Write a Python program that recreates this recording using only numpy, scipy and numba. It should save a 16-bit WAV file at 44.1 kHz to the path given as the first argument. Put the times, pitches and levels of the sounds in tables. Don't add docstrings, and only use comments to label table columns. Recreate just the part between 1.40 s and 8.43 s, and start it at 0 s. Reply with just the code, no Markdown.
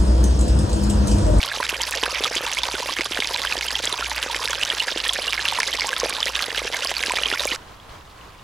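import sys
import numpy as np
from scipy import signal
from scipy.fft import rfft, irfft
from scipy.io import wavfile
from scipy.ndimage import uniform_filter1d
from numba import njit

SR = 44100
rng = np.random.default_rng(int(sys.argv[2]) if len(sys.argv) > 2 else 0)


def file_out(sig):
    cols = np.atleast_2d(sig).T
    lim = np.clip(cols, -1, 1)
    pcm = np.round(lim * 32767).astype(np.int16)
    wavfile.write(sys.argv[1], SR, pcm)


N = 310023
MOVE_S = 6.162


def undb(db):
    return 10 ** (np.asarray(db) / 20)


def level(x, db):
    return x * undb(db) / np.sqrt(np.mean(x ** 2))


def curve(table, axis):
    rows = np.array(table)
    return np.interp(np.arange(N) / SR, rows[:, 0], rows[:, axis])


def colour(table, hz):
    rows = np.array(table)
    return np.interp(np.log(hz), np.log(rows[:, 0]), rows[:, 1])


def walk(rate):
    k = int(SR / rate)
    held = np.repeat(rng.standard_normal(N // k + 1), k)
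    return 1.98 * uniform_filter1d(uniform_filter1d(held, k), k)[:N]


PARK_DB = -42
# [dB per Hz, relative]
PARK_SPECTRUM = [(18, -3), (30, 2), (60, 3), (140, -7.5), (230, -12), (600, -10), (850, -9), (1050, -5.5),
                 (1350, -11), (2200, -17.5), (3200, -18.5), (6000, -26.5), (12000, -32.5), (16000, -29)]


def park():
    hz = np.maximum(np.arange(N // 2 + 1) * SR / N, 10)
    gain = undb(colour(PARK_SPECTRUM, hz))
    side_share = np.clip((hz / 260) ** 2, 0, .6)
    mid = irfft(rfft(rng.standard_normal(N)) * gain, N)
    side = irfft(rfft(rng.standard_normal(N)) * gain * side_share, N)
    return level(np.array([undb(-1.0) * (mid + side), mid - side]), PARK_DB)


def rumble():
    band = signal.butter(2, (70, 210), "band", fs=SR, output="sos")
    return level(signal.sosfilt(band, rng.standard_normal(N)), -57.5)


ENGINE_SECOND_DB = -57
HUM_HZ, HUM_DB = 51.6, -53.5
ENGINE_FADES_PER_S, ENGINE_STEADY = 12, 6.9
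# start_s [s], pitch_hz [Hz]
ENGINE_RATE = [(0, 59.1), (2.6, 58.65), (3.6, 54.23), (6.16, 55.4)]
# [dB rms, before path fading]
ENGINE_LEVEL = [(0.1, -52), (0.35, -44), (0.8, -44), (0.9, -56), (1.25, -42), (1.45, -52), (2.4, -44),
                (2.55, -48), (2.7, -40), (2.9, -48), (3.55, -50.5), (3.75, -47), (6.05, -46.5)]


def engine():
    phase = 2 * np.pi * np.cumsum(curve(ENGINE_RATE, axis=1) + 0.18 * walk(8.25)) / SR
    scattered = walk(ENGINE_FADES_PER_S) + 1j * walk(ENGINE_FADES_PER_S)
    paths = (ENGINE_STEADY + scattered) / np.sqrt(2 + ENGINE_STEADY ** 2)
    firing = undb(curve(ENGINE_LEVEL, axis=1)) * np.imag(paths * np.exp(1j * phase))
    octave = undb(ENGINE_SECOND_DB + 2.1 * walk(9)) * np.sin(2 * phase)
    hum = undb(HUM_DB + 1.2 * walk(2.8)) * np.sin(2 * np.pi * HUM_HZ * np.arange(N) / SR)
    return np.sqrt(2) * (firing + octave + hum)


# pitch_hz [Hz], width_hz [Hz], level_db [dB]
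STONE_HOLLOWS = [(512, 74, -12), (905, 140, -9.5), (1620, 140, -10)]


def stones(x):
    t = np.arange(SR // 8) / SR
    tail = rng.standard_normal((2, len(t))) * np.exp(-np.log(1000) * t / 0.0067)
    tail /= np.sqrt(np.sum(tail ** 2, axis=1, keepdims=True))
    tail = signal.sosfilt(signal.butter(2, 5000, "high", fs=SR, output="sos"), tail)
    direct = signal.sosfilt(signal.butter(2, 210, "high", fs=SR, output="sos"), x)
    ringing = direct
    for hz, width_hz, db in STONE_HOLLOWS:
        hollow = signal.iirpeak(hz, hz / width_hz, fs=SR)
        ringing = ringing + undb(db) * signal.lfilter(*hollow, direct)
    return ringing + undb(-12.0) * signal.fftconvolve(ringing, tail, axes=1)[:, :N]


@njit
def ring(start, hz, cycles, rise, left, right, length, attack, phase0, overshoot):
    out = np.zeros((2, length))
    for e in range(len(start)):
        phase = phase0
        for i in range(min(int(6 * cycles[e] * SR / hz[e]), length - start[e])):
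            turns = i * hz[e] / SR
            phase += 2 * np.pi * min(hz[e] * (1 + rise[e] * turns / cycles[e]) / SR, .45)
            swing = np.exp(-turns / cycles[e]) + overshoot * np.exp(-2 * turns)
            v = swing * (1 - np.exp(-i / attack[e])) ** 2 * np.sin(phase)
            out[0, start[e] + i] += left[e] * v
            out[1, start[e] + i] += right[e] * v
    return out


STONE_ECHO_MS, STONE_ECHO_DB = 2.2, -14
PINCH_MS, PINCH_PHASE, PINCH_OVERSHOOT = 0.027, 1, 0.053
SWELL = 0.086
# pitch_hz [Hz], left_minus_right_db [dB]
STREAM_PLACE = [(250, 0), (600, -3), (2000, -4.5), (5000, -3), (12000, -2.5)]


def bubbles(s, db, hz, cycles, rise, spread_db, rise_scatter=0.58):
    chance = rng.standard_normal((len(s), 12)).T
    pan_db = colour(STREAM_PLACE, hz) + spread_db * chance[0] * (1 + (hz / 5000) ** 2)
    now = 0 * s
    delay_s = STONE_ECHO_MS / 1000
    echo = delay_s * np.exp(.5 * chance[1])
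    later = delay_s * np.exp(.9 + .6 * chance[2])
    lead_in = delay_s * np.exp(-.4 + .6 * chance[3])
    tick_db = -10.5 + 7.5 * np.clip(chance[9], -3, 1.5)
    tick_hz = np.minimum(3500 + 1.68 * hz, 12000) * np.exp(0.29 * chance[10])
    tick_cycles = 0.98 * np.exp(0.62 * chance[11])
    lag = np.array([now, echo, later, -lead_in, now])
    drop_db = np.array([now, now + STONE_ECHO_DB, now - 13, now - 15 - 4000 / hz, tick_db])
    pitch = np.array([hz, hz, hz * np.exp(0.131 * chance[4]), hz * np.exp(0.266 * chance[5]), tick_hz])
    ringing = np.clip([cycles, cycles, 0.94 * cycles, cycles, tick_cycles], .3, 30)
    size = undb(db + drop_db) * np.sign(chance[4:9])
    left, right = size * undb(pan_db / 2), size * undb(-pan_db / 2)
    glide = np.tile(rise * np.exp(rise_scatter * chance[8]), len(lag))
    start = np.clip((s + lag) * SR, 0, N - 1).astype(np.int64)
    attack_s = PINCH_MS / 1000 + SWELL * np.maximum(ringing - 2, 0) / pitch
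    return ring(start.ravel(), pitch.ravel(), ringing.ravel(), glide, left.ravel(), right.ravel(), N,
                attack_s.ravel() * SR, PINCH_PHASE, PINCH_OVERSHOOT)


# start_s [s], level_db [dB], pitch_hz [Hz]
BANK_DRIPS = [(6.3999, -31, 3180), (6.55, -32, 1300), (6.812, -33, 2850)]


def far_drips():
    s, db, hz = np.array(BANK_DRIPS, float).T
    return bubbles(s, db, hz, 0 * s + 4.9, rise=0.044, spread_db=3.0)


# [dB, relative]
BUBBLE_LOUDNESS = [(220, -22.5), (350, -18), (500, -4.5), (750, -5.5), (1000, 5), (1400, 2), (1800, 9.5),
                   (3000, 14), (4500, 11.5), (6500, 5.5), (8500, 0.5), (10000, 13.5), (14000, -14)]


def swarm(per_s, lo_hz, hi_hz, cycles, scatter_db, surge, rise=0.0607):
    chance = rng.random((int(per_s * N / SR), 4)).T
    s = chance[0] * (N - 1) / SR
    hz = lo_hz * (hi_hz / lo_hz) ** chance[1]
    size_db = -scatter_db * np.log(chance[2] + 1e-9) + surge[(s * SR).astype(int)]
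    db = colour(BUBBLE_LOUDNESS, hz) + np.minimum(size_db, 2.11 * scatter_db)
    ringing = cycles * 2.44 ** (2 * chance[3] - 1)
    return level(bubbles(s, db, hz, ringing, rise, spread_db=1.36), 0)


def trickle():
    spurt = walk(45)
    spurt -= uniform_filter1d(spurt, SR // 14)
    bed = swarm(760, 218.9, 8985, cycles=3.44, scatter_db=4.0, surge=5.4 * spurt)
    spray = swarm(400, 2850, 14100, cycles=1.08, scatter_db=6.0, surge=3.0 * spurt)
    gurgle = swarm(45, 230, 642, cycles=1.33, scatter_db=5.0, surge=6.7 * spurt)
    fizz = swarm(2500, 1213, 12900, cycles=3.8, scatter_db=7.0, surge=2.5 * spurt)
    singers = swarm(70, 416.7, 2472, cycles=5.7, scatter_db=3.0, surge=3.0 * spurt, rise=0.1135)
    pinpricks = swarm(160, 4440, 12350, cycles=3.7, scatter_db=6.0, surge=5.9 * spurt, rise=0.024)
    low = bed + undb(-13.0) * singers + undb(-14.0) * gurgle
    high = undb(-4.0) * spray + undb(-10.0) * pinpricks + undb(-8.5) * fizz
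    return low + high


GLUG_CYCLES, TICK_CYCLES = 0.8, 1.29
POCKET_DB, POCKET_CYCLES, POCKET_PITCH = -13, 2.9, 1.13
DROPS_PER_S, DROPS_DB = 50, -34
LULL_MS, LULL_DB = 11.4, -1
# start_s [s], level_db [dB], pitch_hz [Hz], fade_cycles [cycles to 1/e]
CLEAR_BUBBLES = [(0.0301, -2.5, 2770, 2.6), (0.1162, -13.5, 1640, 4.9), (0.2015, -12.5, 977, 6.8),
                 (0.2963, -8, 2650, 3.2), (0.337, -18, 1495, 5.4), (0.401, -20, 900, 3.6),
                 (0.4118, -7.5, 3150, 6), (0.4345, -4, 4670, 3.5), (0.5391, -11.5, 1790, 5.3),
                 (0.633, -12, 1006, 4.8), (0.662, -9.5, 1530, 3.9), (0.747, -13, 2230, 6.9),
                 (0.845, 4, 3380, 1.3), (0.854, -14, 1250, 5.5), (0.949, -16, 2090, 4.9),
                 (0.971, -10.5, 4800, 10), (1.0665, -19, 905, 4.5), (1.1341, -3.5, 6100, 2.7),
                 (1.1704, -10, 2150, 5.8), (1.1873, -5.5, 3240, 5.9), (1.2335, -8.5, 3560, 10),
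                 (1.234, -19, 930, 4.1), (1.352, -18, 1465, 8.2), (1.4253, -17.5, 947, 8.3),
                 (1.525, -8, 4410, 2.6), (1.5663, -12.5, 1770, 2.8), (1.5872, -1, 2380, 1),
                 (1.6094, -2, 2180, 2), (1.8031, 1, 3200, 1.7), (1.8228, -5, 2190, 3),
                 (1.9452, -2, 3960, 3.4), (1.948, -20, 956, 6.7), (2.0501, -8.5, 1600, 2.9),
                 (2.072, -8.5, 3050, 5.5), (2.1241, -4, 2580, 5), (2.169, -14, 3070, 7.2),
                 (2.1875, -11, 4780, 5), (2.2265, -16, 2120, 9.7), (2.2831, -10.5, 3130, 9.6),
                 (2.307, -22, 1760, 4.6), (2.3255, -15, 5000, 6.2), (2.3539, -4.5, 3200, 8.6),
                 (2.362, -22, 840, 2), (2.4468, -4.5, 3900, 2.2), (2.4732, -3.5, 3300, 4.6),
                 (2.5261, -6, 3900, 7.5), (2.6244, -12, 1360, 5.6), (2.66, -13, 2330, 6.2),
                 (2.716, -20.5, 860, 4.2), (2.779, -16, 2040, 3.9), (2.8983, -19.5, 915, 5.2),
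                 (2.994, -21, 1000, 4), (3.016, -17, 1050, 2.5), (3.0563, 1, 3760, 1.6),
                 (3.0857, -18, 1670, 13), (3.2132, -10, 2620, 6.1), (3.2333, 3.5, 2830, 2),
                 (3.3013, -3, 3180, 8.1), (3.332, -22, 1390, 3.6), (3.368, -24, 1620, 13),
                 (3.384, -3, 3200, 1.1), (3.398, -10.5, 4140, 7.5), (3.4014, -4, 2760, 12),
                 (3.481, -12, 1670, 4.9), (3.5753, -4.5, 3200, 2.3), (3.6018, -8, 2900, 3.4),
                 (3.6605, -16, 1810, 12), (3.6929, 0, 3300, 6.9), (3.759, -12.5, 1750, 4.3),
                 (3.8795, -9, 2740, 14), (3.9256, -4.5, 2960, 2.6), (3.9782, -8.5, 2120, 4.1),
                 (3.993, -11.5, 1720, 6.7), (4.0543, -1.5, 2700, 3.6), (4.0813, -3.5, 3160, 2.6),
                 (4.1238, -11.5, 930, 2.4), (4.1868, -9, 966, 3.1), (4.2315, -4.5, 2240, 4.3),
                 (4.2716, -10, 3710, 6), (4.3292, -9, 3130, 6.4), (4.387, -19, 1006, 7.5),
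                 (4.3972, -3.5, 4400, 4), (4.4082, -1.5, 4950, 2.5), (4.419, -7.5, 2180, 5.1),
                 (4.445, -15.5, 820, 2.3), (4.456, -22, 900, 10), (4.4826, -20, 1077, 12),
                 (4.5, -26, 493, 7.6), (4.5298, -8.5, 1630, 3.5), (4.408, -11, 2100, 4.4),
                 (4.564, -18, 1300, 6.7), (4.5647, -5, 3500, 3.3), (4.6168, -16, 1060, 4.7),
                 (4.6329, -9.5, 478, 1.9), (4.726, -10, 2320, 2.8), (4.8047, -2, 4670, 1.8),
                 (4.829, 1, 3290, 4), (4.898, -20, 1030, 3.6), (4.9543, -2, 3590, 2.6),
                 (4.9629, -6, 3500, 2.4), (4.97, -20, 1630, 13), (5.005, -13.5, 1190, 1.6),
                 (5.117, -15, 1940, 2.7), (5.148, -14.5, 1620, 3), (5.1769, -1.5, 2970, 2.1),
                 (5.3422, -12.5, 2110, 8.2), (5.365, -19.5, 1576, 7.5), (5.41, -22, 1940, 4.3),
                 (5.4226, -11.5, 2700, 6.2), (5.448, -21.5, 1095, 7.7), (5.4722, -6.5, 4800, 5.1),
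                 (5.5667, -7.5, 4490, 11), (5.7054, -13, 982, 5.2), (5.77, -10, 1910, 3.5),
                 (5.783, -13, 2350, 13), (5.7864, -10, 1250, 2.3), (5.8345, -1.5, 2830, 4.1),
                 (5.858, -1.5, 3100, 4.4), (5.9153, -5.5, 1970, 2.5), (5.9361, -13.5, 1390, 7.1),
                 (5.928, -6, 2740, 3.5), (5.9741, -11.5, 2200, 3.6), (5.9953, -7, 3720, 6.9),
                 (6.0056, -5.5, 4000, 2.2), (6.0745, -13.5, 2280, 9.6), (6.11, -15.5, 2440, 6),
                 (6.116, -10, 2970, 10), (6.1235, -13, 1950, 6.5)]
# start_s [s], level_db [dB], pitch_hz [Hz]
HOLLOW_GLUGS = [(0.202, -12, 540), (0.3274, -14.5, 453), (0.631, -14.5, 380), (0.679, -12, 570),
                (0.807, -16, 390), (0.8385, -18, 600), (0.9126, -12, 600), (0.9625, -15.5, 356),
                (1.008, -13.5, 534), (1.2867, -10, 850), (1.341, -16, 336), (1.459, -20, 500),
                (1.593, -15, 302), (1.711, -20, 310), (1.79, -10, 395), (1.908, -19, 483),
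                (2.1547, -16, 580), (2.176, -20, 353), (2.4378, -23, 373), (2.477, -19, 406),
                (2.5289, -19.5, 387), (2.8624, -13.5, 537), (2.9589, -17.5, 533), (3.4753, -17.5, 540),
                (3.309, -24, 547), (3.335, -21, 400), (3.52, -16, 596), (3.5607, -13.5, 328),
                (3.789, -13.5, 563), (4.645, -14, 458), (4.659, -10, 630), (4.73, -21, 470),
                (4.862, -19, 454), (5.083, -15.5, 500), (5.127, -23.5, 450), (5.218, -17.5, 520),
                (5.251, -17, 420), (5.301, -21.5, 486), (5.453, -18.5, 573), (5.516, -12.5, 686),
                (5.605, -20, 447), (5.683, -15, 416), (5.7369, -8, 670), (5.79, -18.5, 520),
                (5.814, -18, 527), (5.862, -20.5, 343), (5.9263, -11.5, 422), (6.0554, -10.5, 500),
                (6.118, -21.5, 270)]
# start_s [s], level_db [dB], pitch_hz [Hz]
DROP_TICKS = [(0.2287, -4.5, 1520), (0.2925, 0.5, 2600), (0.418, 3, 7080), (0.51, 2.5, 8100),
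              (0.552, -1, 5460), (0.636, 7, 3060), (0.8384, 5, 3380), (0.954, 1.5, 6500), (1.2343, 3, 4470),
              (1.774, -5.5, 1600), (1.873, 1, 5000), (1.962, -2.5, 2500), (2.018, -1, 3750),
              (2.168, -5.5, 5000), (2.2107, -1, 2540), (2.2246, -7, 5000), (2.4552, 6, 7140),
              (2.7155, -8, 1840), (2.8283, 1.5, 3000), (2.9462, -2.5, 2000), (3.0454, -2, 10300),
              (3.0766, -3.5, 2330), (3.107, 1, 6200), (3.1323, -5.5, 1300), (3.251, -1, 5530),
              (3.681, 1, 9340), (3.734, 4.5, 7900), (3.932, 1, 2330), (4.0861, 6.5, 3440),
              (4.2018, 6, 5060), (4.204, 0, 1870), (4.2762, 0, 6000), (4.3361, -6, 4160), (4.47, 1.5, 7400),
              (4.6005, 6, 5600), (4.696, 4, 8950), (4.8567, 0, 5100), (4.9925, -2, 2300),
              (5.024, 2.5, 3920), (5.368, -3, 6070), (5.448, 1, 4370), (5.6366, 1, 2000), (5.6617, 0, 5000),
              (5.6968, -1, 2420), (5.72, -3.5, 2300), (5.901, -3, 3680), (6.053, 1.5, 6700),
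              (6.07, -1, 10480)]


def splashes():
    rows = list(CLEAR_BUBBLES)
    rows += [(s, db, hz, GLUG_CYCLES) for s, db, hz in HOLLOW_GLUGS]
    rows += [(s, db, hz, TICK_CYCLES) for s, db, hz in DROP_TICKS]
    rows += [(s, db + POCKET_DB, POCKET_PITCH * hz, POCKET_CYCLES) for s, db, hz in HOLLOW_GLUGS]
    s, db, hz, cycles = np.array(rows, float).T
    drops = swarm(DROPS_PER_S, 2610, 8400, cycles=1.26, scatter_db=3.0, surge=np.zeros(N), rise=0.047)
    width = int(LULL_MS * SR / 1000)
    gathering = np.zeros(N)
    gathering[np.maximum((s * SR).astype(int) - width // 2, 0)] = width
    thinning = uniform_filter1d(uniform_filter1d(gathering, width), SR // 500)
    lull_db = LULL_DB * np.minimum(thinning, 1)
    clear = bubbles(s, db, hz, cycles, rise=0.012, spread_db=0.5, rise_scatter=0.59)
    return clear + undb(DROPS_DB) * drops, lull_db


TRICKLE_DB, FAR_TRICKLE_DB = -29, -57
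PARK_BY_WATER_DB = -5.5


def scene():
    bed, hush = trickle(), park()
    clear, lull_db = splashes()
    water = clear + undb(TRICKLE_DB + lull_db) * bed
    near = stones(water) + engine() + undb(PARK_BY_WATER_DB) * hush
    far_water = stones(undb(FAR_TRICKLE_DB) * bed + far_drips())
    far = undb(1.4 * walk(14)) * hush + rumble() + far_water
    moved = np.clip((np.arange(N) / SR - MOVE_S) / 0.00038, 0, 1)
    return (1 - moved) * near + moved * far


MIC_DIP_HZ, MIC_DIP_WIDTH_HZ, MIC_DIP_DEPTH = 8660, 880, 0.34
SELF_NOISE_DB, TOP_HZ = -63, 15900


def record(dry):
    rounded = np.tanh(1.446 * dry) / 1.698
    soft = signal.sosfilt(signal.butter(2, 11500, fs=SR, output="sos"), rounded)
    dip = signal.lfilter(*signal.iirpeak(MIC_DIP_HZ, MIC_DIP_HZ / MIC_DIP_WIDTH_HZ, fs=SR), soft)
    hiss = undb(SELF_NOISE_DB) * rng.standard_normal(dry.shape)
    heard = soft - MIC_DIP_DEPTH * dip + hiss
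    return signal.sosfilt(signal.ellip(10, .2, 80, TOP_HZ, fs=SR, output="sos"), heard)


dry = scene()
out = record(dry)
file_out(out)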